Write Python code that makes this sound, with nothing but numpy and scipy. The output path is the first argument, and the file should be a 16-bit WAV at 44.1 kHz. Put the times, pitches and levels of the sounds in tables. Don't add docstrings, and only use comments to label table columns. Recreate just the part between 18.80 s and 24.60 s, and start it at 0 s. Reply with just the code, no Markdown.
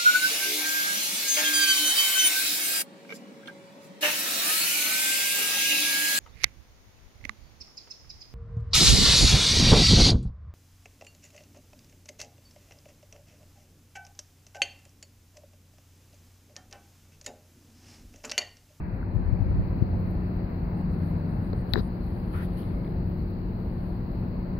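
import sys
import numpy as np
from scipy import signal
from scipy.io import wavfile
from scipy.ndimage import uniform_filter1d

SR = 44100
rng = np.random.default_rng(int(sys.argv[2]) if len(sys.argv) > 2 else 0)


def output_pcm(signal):
    pcm = np.clip(np.atleast_2d(signal).T, -1, 1) * 32767
    wavfile.write(sys.argv[1], SR, np.round(pcm).astype(np.int16))


def nominal_scale(level):
    x = np.asarray(level, float) / 20
    return 10 ** x


N = 255582
EDGE_HZ = 15760
CLICK_S = 2.9362


def evened(x):
    return x / np.sqrt(np.mean(x ** 2) + 1e-20)


def read(points, hz, axis=1):
    points = np.asarray(points)
    return np.interp(np.log(hz + 1), np.log(points[:, 0] + 1), points[:, axis])


def curve(rows, t, axis=1):
    rows = np.asarray(rows)
    return np.interp(t, rows[:, 0], rows[:, axis])


def swells(rows, t):
    power = 0
    for peak_s, rise_s, fall_s, db in rows:
        side_s = np.where(t < peak_s, rise_s, fall_s)
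        power = power + nominal_scale(db) ** 2 * np.exp(-2 * ((t - peak_s) / side_s) ** 2)
    return np.sqrt(power)


def add(mix, s, sound):
    part = mix[:, round(s * SR):][:, :sound.shape[1]]
    part += sound[:, :part.shape[1]]


def drift(top_hz):
    t = np.arange(N)[::64] / SR
    waves = [np.sin(2 * np.pi * (f * t + rng.random())) / np.sqrt(f) for f in np.geomspace(.1, top_hz, num=12)]
    return evened(sum(waves)).repeat(64)[:N]


def resonate(x, hz, width):
    turn = np.exp(2j * np.pi * np.cumsum(hz * np.ones(x.shape[-1])) / SR)
    r = np.exp(-np.pi * width / SR)
    return 2 * (turn * signal.lfilter([(1 - r) ** 2], [1, -2 * r, r * r], x / turn)).real


def ringing_noise(length, hz, width):
    return evened(resonate(rng.standard_normal((2, length)), hz, width))


def balance(pan_db):
    return nominal_scale([[pan_db / 2], [-pan_db / 2]])


def ports(hz):
    # pitch_hz, left_minus_right_db
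    port_tilt = [(60, 1.5), (200, 2.5), (450, 3), (1200, 2), (2500, 6), (3300, -3.5), (4300, 12.5),
                 (5300, -1), (8200, -1.5), (9800, 8), (12500, 4), (15500, 0.5)]
    half = nominal_scale(read(port_tilt, hz) / 2)
    return np.array([half, 1 / half]) * 2 / (half + 1 / half)


def noise(spectrum, size, patchy_db, tilt_db=0.):
    # pitch_hz, likeness (0 to 1), left_lead_rad
    likeness = [(60, 0.97, 0), (130, 1, 0), (293, 0.91, 0.1), (510, 0.5, 0.7), (710, 0.13, -1.1),
                (970, 0.12, -1.5), (1290, 0.28, -3.9), (1750, 0.14, -1.2), (2520, 0.41, -2), (4020, .04, 0),
                (15000, .05, 0)]
    hop, hz = size // 4, np.fft.rfftfreq(size, 1 / SR)
    a, b, c, d, patches = rng.standard_normal((N // hop + 5, len(hz), 5)).T
    patches = uniform_filter1d(patches, size // 100, axis=0)
    patches = evened(uniform_filter1d(patches, 12000 // size, axis=1))
    same = np.clip(read(likeness, hz), 0, 1)[:, None]
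    lag = np.exp(-1j * read(likeness, hz, axis=2))[:, None]
    left = a + 1j * b
    right = same * lag * left + np.sqrt(1 - same ** 2) * (c + 1j * d)
    gain = nominal_scale(read(spectrum, hz)[:, None] + patchy_db * patches + tilt_db)
    z = np.array([left, right]) * gain * (hz < EDGE_HZ)[:, None] * ports(hz)[:, :, None]
    x = signal.istft(z, nperseg=size, noverlap=size - hop)[1][:, :N]
    return x / np.sqrt(np.mean(x.mean(0) ** 2))


def focus_wakes():
    # start_s, length_s, level_db
    motor_runs = [(.1, .13, -82), (1.17, .19, -78), (2.18, .17, -78), (3.22, .19, -79), (4.26, .27, -79),
                  (5.3, .12, -83)]
    # pitch_hz, width_hz, level_db, left_minus_right_db
    step_rings = [(12330, 260, 2, 3), (10350, 600, -10, 9), (13000, 3000, -6, 2)]
    out = np.zeros((2, N))
    for start, length, db in motor_runs:
        phase = np.arange(0, length, 1 / SR) * 96.5
        step_gain = nominal_scale(2.5 * rng.standard_normal(64))[phase.astype(int)]
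        steps = step_gain * np.exp(-(phase % 1) / .12) * rng.standard_normal((2, len(phase)))
        for hz, width, ring_db, pan_db in step_rings:
            band = evened(resonate(steps, hz, width)) * signal.windows.tukey(len(phase), .15)
            add(out, start, nominal_scale(db + ring_db) * band * balance(pan_db))
    return out


def focus_seek():
    # multiple, level_db, left_minus_right_db
    seek_orders = [(2, -84, 8), (3, -78, 3)]
    start_s, length_s, step_hz = 2.55, .14, 5168
    out = np.zeros((2, N))
    t = np.arange(0, length_s, 1 / SR)
    for k, db, pan_db in seek_orders:
        hz = round(k) * step_hz
        song = np.sin(2 * np.pi * hz * t) + .6 * ringing_noise(len(t), hz, 90)
        add(out, start_s, nominal_scale(db) * song * signal.windows.tukey(len(t), .2) * balance(pan_db))
    return out


def zoom_drive():
    start_s, every_s, on_s = 1.95, .133, .085
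    level_db, pitch_hz, width_hz = -79, 9500, 2000
    out = np.zeros((2, N))
    for k in range(9):
        band = ringing_noise(round(on_s * SR), pitch_hz * rng.uniform(.97, 1.03), width_hz)
        gain = nominal_scale(level_db + 2 * rng.standard_normal()) * signal.windows.tukey(band.shape[1], .5)
        add(out, start_s + (k + rng.normal(0, .05)) * every_s, gain * band * balance(11))
    return out


def wash():
    # pitch_hz, level_db (per Hz)
    hiss_colour = [(1650, -21), (2800, 2.5), (3260, -8), (3750, -6.5), (4000, 3), (4400, 4), (4810, -1),
                   (5280, -18.5), (5890, -21.5), (8260, -37.5), (9340, -27), (11400, -18), (12400, -14),
                   (14600, -8.5), (15700, -4.5)]
    level_db, start_db, full_db, rise_s = -71.5, .5, 4, .9
    swell_db = start_db + (full_db - start_db) * np.minimum(np.arange(N) / SR / rise_s, 1)
    return nominal_scale(level_db + swell_db) * noise(hiss_colour, size=512, patchy_db=-0.74)


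def rumble():
    # pitch_hz, level_db (per Hz)
    rumble_colour = [(15, -24), (31, -19), (43, -8.5), (62, -1.5), (100, 2), (140, -3), (200, -4),
                     (270, -8), (360, -13.5), (600, -18.5), (990, -23.5), (1200, -28), (2030, -35),
                     (2670, -41.5), (3000, -77.5)]
    # time_s, level_db, brightness_db
    rumble_ride = [(0, -33, 5), (.25, -31.5, 0.5), (1.0, -32.5, 0.5), (2.0, -32, -0.5), (2.7, -32.5, 0),
                   (3.2, -34, 0), (3.9, -32.5, -1), (4.4, -34, -2), (5.8, -33, -1)]
    frames = np.arange(N // 512 + 5) * 512 / SR
    upper = np.clip(np.log(np.fft.rfftfreq(2048, 1 / SR) / 600 + 1e-3), 0, 1)[:, None]
    bright_db = curve(rumble_ride, frames, axis=2)
    tilt_db = upper * (bright_db - bright_db.mean())
    roar = noise(rumble_colour, size=2048, patchy_db=0.84, tilt_db=tilt_db)
    return nominal_scale(curve(rumble_ride, np.arange(N) / SR)) * roar


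def wind():
    # peak_s, rise_s, fall_s, level_db
    port_gusts = [
        [(.38, 0.044, .2, -22), (.72, 0.074, 0.049, -22.5)],
        [(0, .1, .12, -34), (.79, 0.091, .04, -20), (1.05, 0.26, 0.29, -31.5)],
    ]
    breeze_db = [-35.5, -43.5]
    breeze_slope = [-6.5, -0.2]
    t = np.arange(N) / SR
    lumps = ringing_noise(N, 77.6, 82)
    breeze = nominal_scale(np.c_[breeze_db] + np.c_[breeze_slope] * t)
    return lumps * np.hypot([swells(rows, t) for rows in port_gusts], breeze)


def wind_thumps():
    # time_s, peak_db, pitch_hz, port (0 left, 1 right)
    thumps = [(0.361, -12, 94, 0), (0.413, -17.5, 112, 0), (0.486, -14, 83, 0), (0.532, -7, 98, 0),
              (.606, -13.5, 91, 0), (0.625, -11, 89, 0), (0.794, -19, 82, 0), (.735, -18, 89, 1),
              (0.772, -21, 83, 1), (0.808, -10.5, 109, 1), (1.024, -7, 103, 0), (1.0242, -17, 260, 0)]
    out = np.zeros((2, N))
    u = np.arange(-1600, 1600) / SR
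    for s, db, hz, port in thumps:
        shape = np.exp(-(u * hz / .7) ** 2)
        start_rad = np.pi / 2 if round(port) else 4.4
        thump = nominal_scale(db) * shape * np.sin(2 * np.pi * hz * u + start_rad)
        add(out, s + u[0], np.outer(np.arange(2) == round(port), thump))
    return out


def skin_rub():
    # peak_s, rise_s, fall_s, level_db
    slides = [(.23, .015, .012, -89), (.35, .02, .012, -94), (1.31, 0.076, .4, -85.5),
              (2.28, 0.14, 0.066, -76), (2.65, 0.33, .3, -82), (2.92, .04, 0.014, -69),
              (3.0, .03, .06, -71), (3.35, 0.25, 0.34, -77), (3.57, 0.057, 0.044, -65),
              (3.645, 0.048, .02, -63), (3.78, 0.014, 0.065, -65), (3.8, 0.16, 0.22, -73.5),
              (4.04, .015, 0.11, -80), (4.4, 0.27, .2, -88), (5.09, 0.34, 0.13, -79), (5.38, 0.15, .1, -84)]
    # pitch_hz, level_db (per Hz)
    skin_colour = [(1820, -26), (3100, 0), (4560, -6.5), (5340, -16), (7050, -23), (7960, -23.5),
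                   (9000, -14), (9630, -7.5), (12500, -6.5), (13800, -13), (15700, -8.5)]
    hiss = noise(skin_colour, size=256, patchy_db=2)
    return nominal_scale(3.5) * swells(slides, np.arange(N) / SR) * hiss * nominal_scale([[1.5], [-4]])


def finger_strokes():
    # first_hz, last_hz, width_hz, level_db, left_minus_right_db
    strokes = [
        ((2.94, 0.083, 0.27), [(270, 150, 110, -22, 17)]),
        ((2.937, .078, 0.61), [(4000, 3940, 530, -43, 27), (4650, 4750, 600, -50, 20), (1400, 1300, 850, -42, 8), (540, 450, 370, -33.5, 17), (14000, 14000, 2500, -60, 8)]),
        ((3.52, .135, 0.23), [(1160, 1580, 280, -43.5, 4), (1500, 1700, 900, -49.5, 4), (2100, 2700, 700, -56, -1)]),
        ((3.56, .09, .75), [(1700, 1940, 290, -49, 4)]),
        ((3.93, .115, .6), [(2100, 2170, 200, -59, 1)]),
    ]
    edge_db = -8
    out = np.zeros((2, N))
    for (start, length, full), rings in strokes:
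        u = np.arange(0, length, 1 / SR) / length
        from_full = np.where(u < full, 1 - u / full, (u - full) / (1 - full))
        pressure = nominal_scale(edge_db * from_full) * signal.windows.tukey(len(u), .25)
        for first_hz, last_hz, width, db, pan_db in rings:
            ring = ringing_noise(len(u), first_hz + (last_hz - first_hz) * u, width)
            add(out, start, nominal_scale(db) * pressure * ring * nominal_scale([[0], [-pan_db]]))
    return out


def ticks():
    # time_s, level_db, length_ms
    bright_ticks = [(.232, -63, 4), (.325, -63, 1), (.337, -63, 1), (.347, -53, 1), (1.025, -70, 3),
                    (3.83, -60, 1)]
    out, t = np.zeros((2, N)), np.arange(1200) / SR
    high_pass = signal.butter(4, 8800, "high", fs=SR, output="sos")
    for s, db, length_ms in bright_ticks:
        u = t / length_ms * 1000
        burst = signal.sosfilt(high_pass, ringing_noise(len(t), 15400, 6000))
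        add(out, s - length_ms / 1000, nominal_scale(db) * (u * np.exp(1 - u)) ** 3 * burst * nominal_scale([[0], [-9]]))
    return out


def button_and_knocks():
    # pitch_hz, peak_db, rise_ms (negative pulls), delay_ms, left_minus_right_db
    touch_modes = [(4230, -39, -0.8, 0.026, 19), (1300, -35.5, -0.63, .2, 5)]
    button_modes = [(4015, -9.5, -.52, 0, 27), (4000, -18, -.8, .5, 19), (4000, -30, -1.5, 1.5, 25),
                    (2700, -28.5, -.6, 0.5, 8), (750, -24, -.9, 0, 16), (10000, -34, .5, -.1, 17),
                    (12800, -32, .35, -.2, 12), (15500, -26, .45, -.3, 10), (1900, -27, 1.4, 1.5, 13),
                    (1660, -21, 0.95, 3, 21)]
    spring_modes = [(1720, -20.5, 1.64, 0.011, 28), (980, -16.5, .78, 0, 14), (4000, -39, .7, 0.23, 14)]
    bounce_s = [2.9578, 2.9765]
    bounce_db = [0, -10.5]
    # time_s, peak_db, pitch_hz, rise_ms (negative pulls)
    grip_knocks = [
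        (2.735, -18, 380, -1.8),
        (2.9395, -10.5, 105, 4),
        (2.966, -13, 340, 2),
        (2.98, -18.5, 415, 4),
        (2.9824, -14.5, 140, -3.5),
    ]
    # time_s, peak_db, pitch_hz
    fingertips = [(.214, -43, 1900), (.23, -36, 1470), (3.832, -46.5, 3200), (4.047, -48, 2000),
                  (4.047, -54.5, 3200), (4.066, -48, 2200), (4.078, -53, 3600)]
    blows = [(2.7318, 0, touch_modes), (CLICK_S, 0, button_modes)]
    blows += [(s, db, spring_modes) for s, db in zip(bounce_s, bounce_db)]
    rows = []
    for s, blow_db, modes in blows:
        for hz, db, rise_ms, delay_ms, pan_db in modes:
            rows.append((s + delay_ms / 1000, blow_db + db, hz, rise_ms, pan_db))
    rows += [(*row, 24) for row in grip_knocks]
    rows += [(s, db, hz, 1000 * 2.6 / hz, 3) for s, db, hz in fingertips]
    out, t = np.zeros((2, N)), np.arange(1200) / SR
    for s, db, hz, rise_ms, pan_db in rows:
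        rise = abs(rise_ms) / 1000
        swell = (t / rise * np.exp(1 - t / rise)) ** 3
        ring = np.sign(rise_ms) * nominal_scale(db) * swell * np.cos(2 * np.pi * hz * (t - rise))
        add(out, s - rise, ring * nominal_scale([[0], [-pan_db]]))
    return out


def tone(hz, db, waver_db, start_rad):
    wave = np.sqrt(2) * np.cos(2 * np.pi * np.cumsum(hz * np.ones(N)) / SR + start_rad)
    return ports(np.mean(hz))[:, None] * nominal_scale(db + waver_db * drift(2.5)) * wave


def fan_and_funnel():
    # peak_s, rise_s, fall_s, level_db (rms)
    fan_swells = [(2.3, .55, .35, -34.5), (3.57, .1, 0.22, -40), (4.15, 0.13, 0.5, -39)]
    # peak_s, rise_s, fall_s, level_db (rms)
    funnel_swells = [(.9, 0.73, 0.81, -33.5), (2.3, 0.48, .45, -33.5), (3.55, 0.22, 0.37, -40),
                     (4.25, 0.14, .45, -34.5), (5.8, 0.24, .3, -39.5)]
    t = np.arange(N) / SR
    fan = swells(fan_swells, t) * tone(157.5 * (1 + .002 * drift(1.2)), 0, 0.47, 0)
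    return fan + swells(funnel_swells, t) * tone(90, 0, 0.49, 0)


def pumps():
    # pitch_hz, level_db (rms)
    pump_lines = [(36, -42.5), (165.2, -57.5), (198.2, -52.5), (217.8, -53.5), (221.8, -55.5), (235, -52),
                  (303.8, -58), (316.8, -57)]
    return sum(tone(hz, db, 1.65, 2 * np.pi * rng.random()) for hz, db in pump_lines)


def engines():
    # multiple, level_db (rms)
    engine_set = [
        (4.267, 0, .6, 1, [(5, -58), (6, -45), (11, -41.5), (12, -41), (13, -45), (16, -50), (18, -44), (19, -48), (24, -49), (30, -52)]),
        (22.5, .0003, .8, 0, [(5, -49), (8, -36.5)]),
        (118.17, .0004, 1.5, 0, [(1, -51), (2, -55), (3, -49.5), (4, -65), (5, -64)]),
    ]
    out = np.zeros((2, N))
    for hz, wander, waver_db, crank_rad, orders in engine_set:
        speed = hz * (1 + wander * drift(0.97))
        for k, db in orders:
            out += tone(k * speed, db, waver_db, k * crank_rad + rng.normal(0, .3))
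    return out


def scene():
    lens = focus_wakes() + focus_seek() + zoom_drive()
    air = wind() + wind_thumps()
    hand = skin_rub() + finger_strokes() + ticks() + button_and_knocks()
    ship = wash() + rumble() + fan_and_funnel() + pumps() + engines()
    return lens + air + hand + ship


def top_cut(x):
    return signal.sosfilt(signal.butter(12, 17150, fs=SR, output="sos"), x)


def record(dry):
    t = np.arange(N) / SR
    dry = signal.sosfilt(signal.butter(4, 21, "high", fs=SR, output="sos"), dry)
    low_pass = signal.firwin(401, EDGE_HZ, window=("kaiser", 9), fs=SR)
    narrow = signal.oaconvolve(dry, low_pass[None], "same")
    wide = .4 * np.exp(-((t - CLICK_S) / .002) ** 2)
    soft_start = np.clip(t / .002, 0, 1)
    warm_up = nominal_scale(-2.5 / (1 + (t / .45) ** 4))
    return top_cut((narrow + wide * (dry - narrow)) * soft_start * warm_up)


dry = scene()
out = record(dry)
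output_pcm(out)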